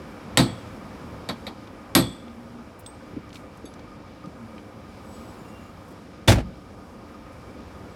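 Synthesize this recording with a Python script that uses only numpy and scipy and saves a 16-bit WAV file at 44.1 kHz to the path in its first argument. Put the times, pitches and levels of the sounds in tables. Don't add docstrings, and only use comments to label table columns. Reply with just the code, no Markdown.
import sys
import numpy as np
from scipy import signal
from scipy.fft import rfft, irfft
from scipy.io import wavfile

SR = 44100
rng = np.random.default_rng(int(sys.argv[2]) if len(sys.argv) > 2 else 0)


def undo_db(level):
    steps = np.asarray(level, float) / 20
    return 10 ** steps


def dump(signal):
    limited = np.clip(np.atleast_2d(signal).T, -1, 1)
    pcm = np.round(limited * 32767).astype(np.int16)
    wavfile.write(sys.argv[1], SR, pcm)


N = 350595
TIME = np.arange(N) / SR


def on_log(table, hz):
    table_hz, values = np.array(table).T
    return np.interp(np.log(hz + 1), np.log(table_hz), values)


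def coloured(size, gain):
    hz = np.arange(size // 2 + 1) * SR / size
    x = irfft(rfft(rng.standard_normal(size)) * gain(hz), size)
    return x / np.std(x)


def swell(t, rise, t60):
    build_up = 1 - np.exp(-t / max(rise, 1 / SR))
    return build_up * undo_db(-60 * t / t60)


def add(out, s, x):
    i = int(s * SR)
    out[i:i + len(x)] += x[:N - i]


def ring(modes, t, cycles, rough, beat_hz):
    out = 0
    for hz, db, t60 in modes:
        re, im = (coloured(len(t), lambda f: 1 / (1 + (f / beat_hz) ** 2)) for _ in range(2))
        beats = (1 + rough * (re + 1j * im)) / np.sqrt(1 + 2 * rough ** 2)
        turning = np.exp(2j * np.pi * (hz * t + rng.random()))
        out = out + undo_db(db) * swell(t, cycles / hz, t60) * np.imag(beats * turning)
    return out


def walk(rate):
    return coloured(N, lambda hz: 1 / (1 + (hz / rate) ** 2))


def burst(t, centre_hz, octaves, rise, t60):
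    band = lambda hz: np.exp(-(np.log2((hz + 1) / centre_hz) / octaves) ** 2)
    x = swell(t, rise, t60) * coloured(len(t), band)
    return x / np.max(abs(x))


def tones(table, waver, flicker_db):
    out = np.zeros(N)
    for s0, s1, hz0, hz1, db in table:
        size = int((s1 - s0) * SR)
        drift, flicker = (coloured(size, lambda f: (f > 0) / (1 + (f / 12.0) ** 2)) for _ in range(2))
        hz = np.linspace(hz0, hz1, size) * (1 + waver * drift)
        sine = np.sqrt(2) * np.sin(2 * np.pi * np.cumsum(hz) / SR)
        fade = signal.windows.tukey(size, .4)
        add(out, s0, undo_db(db + flicker_db * flicker) * fade * sine)
    return out


def yard():
    # frequency in Hz, relative level in dB per Hz.
    spectrum = [(15, -51), (25, -14), (64, -3), (114, -1), (130, -7.5), (242, -1.5), (326, -9.5), (373, -7),
                (405, -10.5), (516, -7), (575, -11.5), (1260, -16), (1840, -23), (10700, -43),
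                (16000, -53.5)]
    # centre in Hz, width in Hz, extra level in dB.
    raised_bands = [(2308, 81, 6.5), (4840, 250, 3.5), (5450, 270, 4.5), (10700, 540, 2), (13200, 550, 5)]
    level_db, leaving_db, leaving_s = -43.5, 2.5, 0.7

    def colour(hz):
        raised = sum(db * np.exp(-((hz - c) / w) ** 2) for c, w, db in raised_bands)
        return undo_db(on_log(spectrum, hz) + raised)

    out, common = 0, walk(0.43)
    noise = rfft(coloured(N, colour))
    octave = np.log2(np.arange(len(noise)) * SR / N + 1)
    for c in np.arange(4, 15):
        band = irfft(noise * np.clip(1 - abs(octave - c), 0, 1), N)
        out = out + undo_db(1.35 * common + 1.1 * walk(3.9)) * band
    return undo_db(level_db + leaving_db * np.exp(-TIME / leaving_s)) * out


def diesel():
    # frequency in Hz, t60 in seconds, level in dB,
    # dB lost for each unit of softness (a minus sign means gained).
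    resonances = [(77.7, .081, -47, 1), (192.4, 0.15, -49.5, -0.5), (299.3, .22, -48, .3),
                  (538.4, 0.19, -52, -0.5), (1228.6, .13, -45.5, 10), (2370, .025, -55, 6.5),
                  (5000, .0254, -55, 2)]
    softness = (0.02, 0.11, 1.03, 0.52)
    cycle_hz, first_firing_s = 6.2, 0.00498
    count = int(N / SR * 28)
    chance = rng.standard_normal((count, 2))
    firing_s = first_firing_s + np.arange(count) / (4 * cycle_hz) + .0004 * chance[:, 0]
    at = (firing_s * SR).astype(int)
    inside = at < N
    out = 0
    for hz, t60, db, soft_db in resonances:
        strength = undo_db(db - soft_db * np.resize(softness, count) + 2.64 * chance[:, 1])
        pulses = np.zeros(N)
        pulses[at[inside]] = strength[inside]
        t = TIME[:int(t60 * SR)]
        knock = swell(t, 0.0025, t60) * np.sin(2 * np.pi * hz * t)
        out = out + signal.fftconvolve(pulses, knock)[:N]
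    return out


def panel_tail(t, colour, light):
    # frequency in Hz, t60 in seconds.
    hard_t60 = [(100, 0.39), (400, 0.25), (1500, 0.14), (5000, 0.21), (14000, .15)]
    shallow_hz_per_db = 5.5
    out = 0
    for c in 90 * 2 ** (np.arange(16) / 2):
        level = colour(c) * np.sqrt(c / 200) / (1 + (shallow_hz_per_db * light / c) ** 2)
        t60 = 1 / (1 / on_log(hard_t60, c) - .1 * light)
        band = coloured(len(t), lambda hz: np.exp(-(np.log2((hz + 1) / c) / 0.55) ** 2))
        out = out + level * swell(t, 4.0 / c + 0.0065, t60) * band
    return out


def hammer():
    # start in seconds, blow level in dB, head ring in dB relative to the blow,
    # head ping in dB relative to the blow.
    blows = [(.373, -9.5, -9.5, -19), (1.289, -30, -24, -9), (1.4672, -38, -19.5, -8),
             (1.9508, -9.5, -5.5, -3)]
    # frequency in Hz, level in dB per Hz.
    panel_colour = [(47, -28), (80, -7.5), (283, -0.5), (404, -17.5), (802, -6), (1900, -18.5), (4420, -18),
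                    (6030, -36), (7870, -25.5), (10300, -38), (11700, -33.5), (12500, -52), (16000, -52)]
    # frequency in Hz, relative level in dB, t60 in seconds (for all but the head: of a hard blow).
    plate_modes = [(508, -7, .35), (570, -4, .25), (808, -8, .18), (1060, -12, .2), (1325, -6, .22),
                   (1640, -13, .2), (1880, -7, .22), (2070, -10, .2), (2280, -7, .17), (2510, -12, .13),
                   (3180, -13, .2), (3390, -6, .08), (3350, -15, .55), (3560, -20, .45), (3728, -3, .15),
                   (3975, -3, .18), (4090, -18, .3), (4200, -8, .12), (4312, -7, .22), (4506, -7, .18),
                   (4540, -16, .4), (4732, -11, .14), (5260, -18, .18)]
    head_modes = [(6430, -11, .1), (7730, 7, .05), (7757, -15, .4), (7908, -18, .22), (8425, -16, .3),
                  (8560, -10, .12), (8640, -19, .42), (8800, -10, .16), (9135, -16, .12), (15400, -26, .18)]
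    ping_modes = [(3430, -23, .5), (3488, -21, .6), (3550, -23, .5), (11590, 0, .12), (11770, -18, .2)]
    shell_modes = [(58.7, -12, 1), (118.2, -9, 0.74), (129.7, 4.5, 0.28), (176.3, -0.5, 0.43),
                   (241.8, -4.5, 0.52), (269.2, -0.5, 0.35), (335, -0.5, 0.24), (391, -20, 0.33)]
    hard_db = -9
    dull_per_db, damp_per_db = .12, .22
    plate_db, plate_per_db = -9, 0.46
    panel_db, panel_per_db = -7, 0.2717
    boom_db, boom_per_db = -0.5, -0.1
    rebound_s, rebound_db, rebound_ring_db = .0065, -8, -18

    out, t = np.zeros(N), TIME[:SR // 2]
    rebounds = [(s + rebound_s, db + rebound_db, head + rebound_ring_db, ping + rebound_ring_db)
                for s, db, head, ping in blows if db < 2 * hard_db]
    for s, db, head_db, ping_db in blows + rebounds:
        light = min(db - hard_db, 0)

        def colour(hz):
            return undo_db(on_log(panel_colour, hz) + dull_per_db * light * np.log2((hz + 100) / 2000))

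        def damped(modes):
            return [(hz, d, 1 / (1 / t60 - damp_per_db * light)) for hz, d, t60 in modes]

        crack_noise = coloured(len(t), lambda hz: colour(hz) * (hz / (hz + 1500.0)) ** 3)
        crack = undo_db(7.5) * swell(t, 0.00024, 0.012) * crack_noise
        plate = ring(damped(plate_modes), t, cycles=0.58, rough=0.85, beat_hz=60.)
        head = ring(head_modes, t, cycles=1.4, rough=0.75, beat_hz=70.)
        ping = ring(damped(ping_modes), t, cycles=18.0, rough=0.4, beat_hz=40.3)
        steel = undo_db(plate_db - plate_per_db * light) * plate + undo_db(head_db) * head + undo_db(ping_db) * ping
        shell = swell(t, .009, .7) * ring(damped(shell_modes), t, cycles=1.6, rough=.3, beat_hz=12.)
        boom = undo_db(boom_db + boom_per_db * light) * shell
        panel = undo_db(panel_db - panel_per_db * light) * panel_tail(t, colour, light)
        add(out, s, undo_db(db) * (crack + steel + boom + panel))
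    return out


def echo(near):
    level_db, rise_s, t60_s, top_hz = -23, 0.0039, 0.48, 5000.
    dull = lambda hz: hz / (hz + 33.0) / (1 + (hz / top_hz) ** 2)
    tail = swell(TIME[:SR], rise_s, t60_s) * coloured(SR, dull)
    tail = tail / np.sqrt(np.sum(tail ** 2))
    return undo_db(level_db) * signal.fftconvolve(near, tail)[:N]


def handling():
    # start in seconds, level in dB.
    clinks = [(2.862, -33), (3.655, -49.5)]
    # frequency in Hz, relative level in dB,
    # t60 in seconds.
    clink_modes = ([(3530, -7.5, 0.045), (3800, -14, .04), (8190, -8, 0.11), (8310, -6.5, .2),
                   (15600, -23.5, .14)], [(3460, -2, .15), (3740, -2, .15), (4600, -2, .2),
                   (6417, -4, 0.17), (7897, -7, 0.15), (10140, -8, 0.26), (11200, -5, 0.17)])
    # start in seconds, peak in dB, centre in Hz.
    ticks = [(1.673, -41, 2980), (2.281, -38, 2490), (2.862, -38, 4800), (3.291, -47, 4500),
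             (3.304, -41, 2800), (3.329, -36.5, 4470), (3.345, -40, 4000), (3.356, -33, 3140),
             (3.367, -40, 3000), (3.573, -48, 7000), (3.738, -44, 5000), (3.793, -48, 4000),
             (4.258, -45, 4500), (4.58, -36, 2300)]
    # start in seconds, peak in dB, centre in Hz.
    thumps = [(3.131, -31, 199), (3.165, -22, 220), (3.641, -29, 280), (4.266, -30, 170),
              (5.915, -31.5, 204)]
    # start in seconds, peak in dB, centre in Hz, t60 in seconds.
    scuffs = [(2.79, -43, 11800, 0.061), (3.334, -48, 7000, 0.24), (4.93, -53.5, 8680, 3.2),
              (5.88, -55, 10000, .07), (5.903, -54, 9000, .1), (7.32, -53.5, 7000, .072)]
    out, t = np.zeros(N), TIME[:SR]
    for (s, db), modes in zip(clinks, clink_modes):
        add(out, s, undo_db(db) * ring(modes, t, cycles=0.97, rough=0.62, beat_hz=40.))
    for s, db, hz in ticks:
        add(out, s, undo_db(db) * burst(t, hz, octaves=.85, rise=0.000504, t60=.026))
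    for s, db, hz in thumps:
        add(out, s, undo_db(db) * burst(t, hz, octaves=0.79, rise=0.0034, t60=0.061))
    for s, db, hz, t60 in scuffs:
        add(out, s, undo_db(db) * burst(t, hz, octaves=0.96, rise=0.1 * t60, t60=t60))
    return out


def hums():
    # start in seconds, end in seconds, start pitch in Hz, end pitch in Hz, middle level in dB.
    hum_table = [(2.12, 2.68, 232.7, 237.4, -46), (4.33, 4.63, 240, 210.7, -45.5),
                 (5.03, 5.27, 218.6, 227, -49), (5.4, 5.6, 202, 223.5, -49.5)]
    return tones(hum_table, waver=0.0044, flicker_db=2.0)


def squeaks():
    # start in seconds, end in seconds, start pitch in Hz, end pitch in Hz, middle level in dB.
    squeak_table = [(5.03, 5.37, 7940, 7940, -67), (5.07, 5.26, 6950, 7000, -75),
                    (5.36, 5.53, 7200, 6900, -70), (5.47, 5.54, 8550, 8500, -71),
                    (5.59, 5.73, 7000, 6950, -73), (5.42, 5.72, 2760, 2780, -62),
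                    (7.86, 7.96, 7750, 7750, -75)]
    return tones(squeak_table, waver=0.0023, flicker_db=3.5)


def lid():
    # start in seconds, level in dB, brightness in dB per octave.
    strikes = [(6.282, -12.5, 2), (6.292, -13, 0), (6.318, -11, 1.2), (6.381, -19, -1.5)]
    # frequency in Hz, relative level in dB per Hz.
    lid_colour = [(38, -38), (60, 1.5), (207, -15), (238, 2.5), (268, 3.5), (301, -3), (448, -9.5),
                  (651, -4.5), (1060, -17), (1910, -17), (5460, -28), (11300, -39), (15800, -50.5),
                  (16300, -84)]
    # frequency in Hz, level in dB, t60 in seconds.
    boom_modes = [(42.4, -13, .35), (61.2, -9, 0.41), (110.2, -5.5, 0.27), (148.8, -19.5, 0.51),
                  (190, -16, 0.44), (240, -21.5, 0.49), (314, -21.5, 0.32), (557, -18.5, 0.21),
                  (644, -24, 0.19), (827, -24.5, 0.2), (932, -16, 0.097), (1380, -29, 0.17),
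                  (1880, -31, 0.13), (3530, -12.5, .035)]
    seal_s, seal_db, seal_rise_s, seal_t60_s, seal_tilt_db = 6.275, -3, .017, .13, 3
    rattle_s, rattle_gap_s, rattle_db, rattle_fade_db, rattle_tilt_db = 6.338, .015, -17, -3, -1.2
    out, t = np.zeros(N), TIME[:SR // 2]

    def shake(tilt):
        return coloured(len(t), lambda hz: undo_db(on_log(lid_colour, hz) + tilt * np.log2((hz + 50) / 1000)))

    add(out, seal_s, undo_db(seal_db) * swell(t, seal_rise_s, seal_t60_s) * shake(seal_tilt_db))
    rattle = []
    for k, (a, b) in enumerate(rng.standard_normal(size=(5, 2))):
        knock_s = rattle_s + rattle_gap_s * (k + .25 * a)
        knock_db = rattle_db + rattle_fade_db * k + 1.7 * b
        rattle.append((knock_s, knock_db, rattle_tilt_db))
    for s, db, tilt in strikes + rattle:
        add(out, s, undo_db(db) * swell(t, rise=0.0017, t60=0.078) * shake(tilt))
    add(out, 6.282, ring(boom_modes, t, cycles=1.0, rough=0.65, beat_hz=22.0))
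    return out


def scene():
    inside = hammer() + handling()
    background = yard() + diesel()
    return (inside + echo(inside) + hums() + squeaks() + lid() + background)[None]


def roll_off(x):
    return signal.sosfilt(signal.butter(12, 16830, fs=SR, output="sos"), x)


def record(dry):
    low_cut = signal.butter(2, 42., "high", fs=SR, output="sos")
    thin = signal.sosfilt(low_cut, dry)
    mix = np.tanh(1.105 * thin) / 1.09
    return roll_off(mix)


dry = scene()
out = record(dry)
dump(out)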